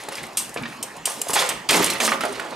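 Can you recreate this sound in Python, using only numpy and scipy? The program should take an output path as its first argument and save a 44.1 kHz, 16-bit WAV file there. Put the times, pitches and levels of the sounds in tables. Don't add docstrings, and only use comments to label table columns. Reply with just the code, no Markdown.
import sys
import numpy as np
from scipy import signal
from scipy.fft import rfft, irfft, next_fast_len
from scipy.io import wavfile
from scipy.ndimage import uniform_filter1d

SR = 44100
rng = np.random.default_rng(int(sys.argv[2]) if len(sys.argv) > 2 else 0)


def makeup_ratio(level_db):
    decades = np.asarray(level_db, float) / 20
    return 10 ** decades


def persist_wave(psi):
    counts = np.round(np.clip(psi, -1, 1) * 32767).astype(np.int16)
    wavfile.write(sys.argv[1], SR, np.atleast_2d(counts).T)


N = 112454


def evened(x):
    return x / np.sqrt(np.mean(x ** 2) + 1e-20)


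def peaked(x, db):
    return x * makeup_ratio(db) / np.sqrt(np.mean(x[:400] ** 2))


def read(points, hz):
    f, value = np.transpose(points)
    return np.interp(np.log(hz + 1), np.log(f + 1), value)


def colour(x, gain):
    size = next_fast_len(x.shape[-1] + 2048)
    spectrum = rfft(x, size) * gain(np.fft.rfftfreq(size, 1 / SR))
    return irfft(spectrum, size)[..., :x.shape[-1]]


def low_pass(f, corner_hz):
    return 1 / (1 + (f / corner_hz) ** 4)


def high_pass(f, corner_hz):
    return 1 / (1 + (corner_hz / (f + 1)) ** 4)


def decay(t, t60):
    return makeup_ratio(-60 * t / max(t60, .01))


def rise(t, seconds):
    return np.minimum(t / seconds, 1)


def add(mix, s, sound):
    part = mix[round(s * SR):][:len(sound)]
    part += sound[:len(part)]


def resonate(x, hz, width):
    turn = np.exp(2j * np.pi * np.cumsum(hz * np.ones(len(x))) / SR)
    r = np.exp(-np.pi * width / SR)
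    return 2 * (turn * signal.lfilter([1 - r], [1, -r], x / turn)).real


def slips(per_s, spread_db):
    size = makeup_ratio(spread_db * np.minimum(rng.exponential(1, N), 4)) * rng.choice([-1., 1.], N)
    return size * (rng.random(N) < per_s / SR)


# f/Hz, level/dB
STREET_TONE = [(12, -52), (20, -28.5), (210, 3.5), (660, 0), (1090, 1.5), (1440, -5), (1810, -3),
               (9140, -21), (16000, -37)]
# f/Hz, coherence/1
STREET_COHERENCE = [(200, 1), (1500, 0.85), (9000, .8), (11000, 0.88)]


def street():
    frames, hz = N // 256 + 5, np.fft.rfftfreq(1024, 1 / SR)
    a, b, c, d, patches = rng.standard_normal((frames, 513, 5)).T
    patches = evened(uniform_filter1d(uniform_filter1d(patches, 12, 0), 10, 1))
    same = np.clip(read(STREET_COHERENCE, hz), -1, 1)[:, None]
    left, other = a + 1j * b, c + 1j * d
    z = np.array([left, same * left + np.sqrt(1 - same ** 2) * other])
    z *= makeup_ratio(read(STREET_TONE, hz)[:, None] + 3.2 * patches)
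    wash = signal.istft(z, nperseg=1024, noverlap=768)[1][:, :N]
    return makeup_ratio(-38) * evened(wash)


TICK_RISE_S = 0.0017

# t/s, peak level/dB, ring f/Hz, t60/s
PINGS = [
    (1.099, -31, 9950, 0.077),
    (1.8267, -26, 13200, 0.027),
    (2.0907, -28.5, 5770, 0.035),
    (2.251, -34.5, 9400, 0.065),
    (2.328, -38, 8960, 0.036),
]


def pings():
    out, t = np.zeros(N), np.arange(4000) / SR
    for (s, db, hz, t60), noise in zip(PINGS, rng.standard_normal((len(PINGS), len(t)))):
        ring = resonate(resonate(noise, hz, 700), hz, 700)
        ring = ring * decay(t, t60) * rise(t, TICK_RISE_S)
        add(out, s - .001, peaked(ring, db))
    return out


# t/s, length/s, start f/Hz, end f/Hz, level/dB
SINGS = [(0.568, .045, 2300, 2600, -37), (0.598, .07, 270, 215, -33), (1.333, .033, 7200, 11600, -26),
         (1.35, .04, 780, 840, -20), (1.365, .045, 1060, 1030, -23), (1.395, .07, 505, 495, -26),
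         (1.705, .045, 640, 580, -22), (1.725, .065, 430, 415, -25), (1.755, .04, 9560, 9600, -28),
         (1.76, .06, 1100, 1100, -23), (1.775, .05, 330, 312, -20), (1.85, .025, 9150, 9100, -28),
         (1.855, .035, 330, 330, -27), (1.9, .033, 5400, 5460, -30), (1.905, .04, 335, 335, -28),
         (2.0, .14, 228, 220, -23), (2.0, .065, 615, 640, -26), (2.27, .06, 420, 400, -30)]


def squeak():
    out = np.zeros(N)
    for (start, length, from_hz, to_hz, db), noise in zip(SINGS, rng.standard_normal((len(SINGS), 9000))):
        t = np.arange(0, length, 1 / SR)
        hz = from_hz + (to_hz - from_hz) * np.minimum(1.12 * t / length, 1)
        clean = np.sin(2 * np.pi * np.cumsum(hz) / SR)
        rough = resonate(noise[:len(t)], hz, min(.08 * from_hz, 300))
        share = max(.35, min(from_hz / 5000, 1))
        note = (1 - share) * evened(clean) + share * evened(rough)
        add(out, start, makeup_ratio(db) * np.sin(np.pi * t / length) * note)
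    return out


# f/Hz, level/dB
RUB_TONE = [(35, -63), (60, -32), (217, 17.5), (822, -16), (1060, 0), (1510, -13.5), (1780, -9),
            (9790, -27), (16000, -43.5)]


def rattle():
    hits, which = slips(2500, 2.0), rng.integers(0, 40, N)
    t, out = np.arange(3000) / SR, np.zeros(N)
    modes_hz = np.geomspace(1500, 12500, 40) * rng.uniform(0.94, 1.03, 40)
    for k, hz in enumerate(modes_hz):
        envelope = makeup_ratio(read(RUB_TONE, hz) - 60 * t / .022) * rise(t, 0.00093)
        ring = envelope * np.sin(2 * np.pi * hz * t) * np.sqrt(hz)
        out += signal.oaconvolve(hits * (which == k), ring)[:N]
    return out


def lumps():
    size = round(0.014 * SR)
    wander = uniform_filter1d(uniform_filter1d(rng.standard_normal(N), size), size)
    return makeup_ratio(3 * evened(wander))


# frame f/Hz, then rows of t/s, effort level/dB, weight on frame level/dB, hiss level/dB
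SCRAPES = [
    (500, [(0, -38, -2, 0.5), (.1, -53.5, 2, -10), (.125, -34, -8, -7), (.165, -38.5, -7, -2), (.2, -38, -6.5, -9), (.33, -54, 7, -12)]),
    (400, [(.67, -62, 0, 11.5), (.74, -61, -3, 14), (.78, -59, 3, 8)]),
    (850, [(1.07, -33, 4.5, 0.5), (1.22, -55, 3.5, 7.5), (1.325, -40.5, 8.5, 0.5), (1.35, -35.5, 3.5, 9), (1.365, -14.5, 1, -1.5), (1.38, -17.5, -2, -5), (1.393, -21.5, 0, 2), (1.45, -27, -2, -3), (1.62, -44.5, -8, -41)]),
    (330, [(1.688, -22, -10, -5), (1.725, -13, -0.5, -5), (1.75, -17.5, 2, -4), (1.77, -21, 2, 5.5), (1.81, -22, 4.5, -4.5), (1.835, -19, -8, -6), (1.845, -27, -5, 1), (1.93, -25.5, -1, -21), (1.998, -38.5, -6, -19)]),
    (535, [(2.0, -18.5, -2.5, -14), (2.03, -25, 0.5, 4), (2.07, -30, 1.5, 2.5), (2.095, -25.5, 3, -4), (2.115, -31.5, 3.5, 1), (2.14, -34, 8, 3.5), (2.205, -47, -3, -17)]),
    (515, [(2.21, -29, -3, -8), (2.26, -33, 7, -11), (2.3, -41, 1, -2), (2.39, -42.5, 6.5, -8), (2.42, -42.5, 8.5, -8), (2.55, -46, 7, -11)]),
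]


def scrapes():
    t = np.arange(N) / SR
    grit, drive = slips(9000, 4.5), slips(900, 0) * lumps()
    surface = evened(colour(grit, lambda f: makeup_ratio(read(RUB_TONE, f)))) + makeup_ratio(-16) * evened(rattle())
    mid = evened(colour(surface * lumps(), lambda f: high_pass(f, 1400) * low_pass(f, 6000)))
    top = evened(colour(surface * lumps(), lambda f: high_pass(f, 6000)))
    out = np.zeros(N)
    for hz, rows in SCRAPES:
        s, db, low_db, high_db = np.transpose(rows)
        gate = np.clip(np.minimum((t - s[0]) / 0.0027, (s[-1] - t) / 0.0035 + 1), 0, 1)
        broad = colour(drive, lambda f: high_pass(f, .5 * hz) * low_pass(f, 1300))
        frame = evened(resonate(broad, hz, 97))
        low = evened(evened(broad) + makeup_ratio(-27) * frame)
        for offset_db, layer in [(0, mid), (low_db, low), (high_db, top)]:
            out += gate * makeup_ratio(np.interp(t, s, db + offset_db)) * layer
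    return out


# t/s, peak level/dB, body f/Hz, t60/s
KNOCKS = [(0.085, -27, 790, 0.023), (0.119, -30, 546, 0.12), (0.5605, -22, 466, 0.1),
          (0.612, -31, 142, 0.11), (0.723, -37, 1300, 0.04), (1.335, -24.5, 530, 0.032),
          (1.268, -28, 680, 0.021), (1.295, -21.5, 486, 0.046), (1.359, -18.5, 860, 0.045),
          (1.423, -14.5, 960, 0.048), (2.077, -14.5, 1252, 0.09), (2.118, -9.5, 1122, 0.11),
          (2.235, -17, 664, 0.063), (2.396, -22.5, 1480, 0.065)]
# t/s, peak level/dB, body f/Hz, t60/s
CLACKS = [(0.122, -37, 1960, 0.05), (0.181, -29.5, 2260, 0.024), (0.237, -32, 2000, 0.042),
          (0.634, -28, 2300, 0.055), (0.727, -37, 2220, 0.024), (1.729, -13, 2530, 0.037),
          (0.572, -26.5, 2340, 0.091), (0.6542, -27, 1860, 0.095), (1.3884, -13.5, 3470, 0.19),
          (1.6924, -7, 3160, 0.11), (2.0021, -16.5, 2330, 0.027), (2.207, -20, 1320, 0.078)]
# t/s, peak level/dB, body f/Hz, t60/s
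THUDS = [
    (1.693, -26, 121, 0.18),
    (1.8, -21, 94, 0.16),
]


def knocks():
    out, t = np.zeros(N), np.arange(9000) / SR
    blows = KNOCKS + CLACKS + THUDS
    for (s, db, hz, t60), (a, b) in zip(blows, rng.standard_normal((len(blows), 2, len(t)))):
        t60 = max(t60, .01)
        blow = a * t * np.exp(-t / 0.0011)
        body = peaked(resonate(blow, hz, 2.9 / t60 + 0.018 * hz), 0)
        body = body + peaked(resonate(blow, 2.0 * hz, 5 / t60), -14.5)
        body = colour(body, lambda f: 1 / (1 + (f / (3 * hz)) ** 2))
        puff = evened(colour(b, lambda f: f / (f + 0.26 * hz) * low_pass(f, 1.26 * hz + 1500)))
        puff = puff * decay(t, t60) * rise(t, 0.0015)
        add(out, s, peaked(body + makeup_ratio(2) * puff, db - 2))
    return out


# t/s, peak level/dB, ring f/Hz, t60/s
TICKS = [(0.0367, -28, 9200, 0.02), (0.2665, -31, 8200, 0.04), (0.3321, -36, 4900, 0.034),
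         (0.6236, -33, 10000, 0.042), (1.496, -11, 8250, 0.035), (1.983, -29, 10900, 0.04),
         (2.0032, -14, 6230, 0.15), (2.2365, -22.5, 8040, 0.017), (2.399, -27, 7500, 0.03),
         (2.5076, -32, 5150, 0.033), (0.087, -21.5, 4000, 0.033), (0.154, -20.5, 5000, 0.035),
         (0.2313, -26, 9000, 0.055), (0.3714, -4.5, 8580, 0.18), (0.493, -27, 6240, 0.034),
         (0.542, -23.5, 10000, 0.052), (0.7693, -39, 6700, 0.026), (0.8276, -12, 8460, 0.067),
         (0.966, -30, 6800, 0.055), (1.0556, -3, 8620, 0.073), (1.216, -7.5, 7460, 0.026),
         (1.2846, -15.5, 10600, 0.12), (1.3038, -13, 10200, 0.042), (1.333, -7, 7700, 0.18),
         (1.4902, -7, 8480, 0.047), (1.6895, -5.5, 4860, 0.086), (1.708, 0, 8520, 0.064),
         (1.8433, -1, 9550, 0.034), (1.863, -8, 9400, 0.024), (1.901, -6, 4180, 0.069),
         (1.9344, -17, 10400, 0.041), (2.2077, -17.5, 5160, 0.049), (2.2515, -20.5, 4530, 0.048)]
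# f/Hz, level/dB, t60/s
BRACKET = [
    (8436, -2, .18),
]
# f/Hz, level/dB
TICK_TONE = [(180, -55), (300, -16), (885, -3.5), (1530, -12.5), (2880, 2.5), (3950, -2), (8640, 5.5),
             (13300, -3.5), (16000, -26)]


def ticks():
    out, t = np.zeros(N), np.arange(9000) / SR
    width_hz = 450
    for (s, db, hz, t60), (a, b) in zip(TICKS, rng.standard_normal((len(TICKS), 2, len(t)))):
        fade = decay(t, t60) * rise(t, TICK_RISE_S)
        chatter = a * np.exp(-t / 0.0029) * rise(t, 0.00055)
        shimmer = evened(colour(b, lambda f: makeup_ratio(read(TICK_TONE, f)))) * fade
        own = evened(resonate(resonate(a, hz, width_hz), hz, width_hz)) * fade
        rings = np.zeros(len(t))
        for f, ring_db, ring_t60 in BRACKET:
            ring = resonate(chatter, f, np.log(1000) / np.pi / ring_t60)
            rings += makeup_ratio(ring_db) * ring * np.sqrt(ring_t60)
        rings *= min(hz / 8000, 1) ** 4
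        add(out, s - .001, peaked(shimmer + makeup_ratio(-4.5) * own + makeup_ratio(27) * rings, db - 11.5))
    return out


# f/Hz, t60/s
ENTRANCE_T60 = [(200, 0.47), (2000, 0.41), (12000, 0.35)]
# f/Hz, level/dB
WET_TONE = [(200, -1), (2500, -6.5), (12000, -9.5)]
# f/Hz, coherence/1
WET_COHERENCE = [(200, 0.94), (2000, 0.21), (9500, 0.35), (11000, 0.95)]


def entrance(x):
    taps = np.zeros((2, SR // 2))
    at = np.arange(200, SR // 2 - 20, 20)
    shape = (2, len(at))
    np.put_along_axis(taps, at + rng.integers(0, 20, shape), rng.choice([-1., 1.], shape), 1)
    hz, t, z = signal.stft(taps, SR, nperseg=256)
    same = np.clip(read(WET_COHERENCE, hz), 0, 1)[:, None]
    fall_db = -60 * t / read(ENTRANCE_T60, hz)[:, None]
    z = np.array([z[0], same * z[0] + np.sqrt(1 - same ** 2) * z[1]]) * makeup_ratio(fall_db)
    energy = np.sum(makeup_ratio(2 * fall_db), 1)[:, None]
    z *= makeup_ratio(read(WET_TONE, hz))[:, None] / np.sqrt(energy)
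    tail = signal.istft(z, SR, nperseg=256)[1] * np.sqrt(20 / 128)
    return signal.fftconvolve(x[None], tail, axes=1)[:, :N]


def scene():
    door = ticks() + knocks() + scrapes() + squeak() + pings()
    door = colour(door, lambda f: high_pass(f, 92))
    return door + entrance(door) + street()


# f/Hz, level/dB
LEAN = [(100, 1), (1000, -4), (4000, -5.5), (10000, 0)]
# f/Hz, phase/rad
LEAD = [(60, -.2), (600, -.7), (2500, -.5), (9000, -.4), (11000, -.08)]


def port_pair(x):
    side = np.array([[.5], [-.5]])
    shut = colour(x, lambda f: np.exp(1j * side * read(LEAD, f)))
    leaning = colour(shut, lambda f: makeup_ratio(side * read(LEAN, f)))
    opened = np.linspace(0.05, 1, N)
    return (1 - opened) * shut + opened * leaning


def limiter(ports):
    threshold_db, share, recover_db_per_s = -16, 0.55, 43
    power_db = 10 * np.log10(abs(uniform_filter1d((ports ** 2).mean(0), 200)) + 1e-12)
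    fall = np.arange(N) * recover_db_per_s / SR
    held_db = np.maximum.accumulate(power_db + fall) - fall
    over_db = np.maximum(held_db - threshold_db, 0)
    limited = ports / makeup_ratio(share * uniform_filter1d(over_db, 100))
    return 0.65 * np.tanh(limited / 0.73)


def top_cut(x):
    return signal.sosfilt(signal.butter(12, 16500, fs=SR, output="sos"), x)


def record(dry):
    limited = limiter(port_pair(dry))
    banded = colour(limited, lambda f: 1 / (1 + (f / 15850) ** 120))
    return top_cut(banded)


dry = scene()
out = record(dry)
persist_wave(out)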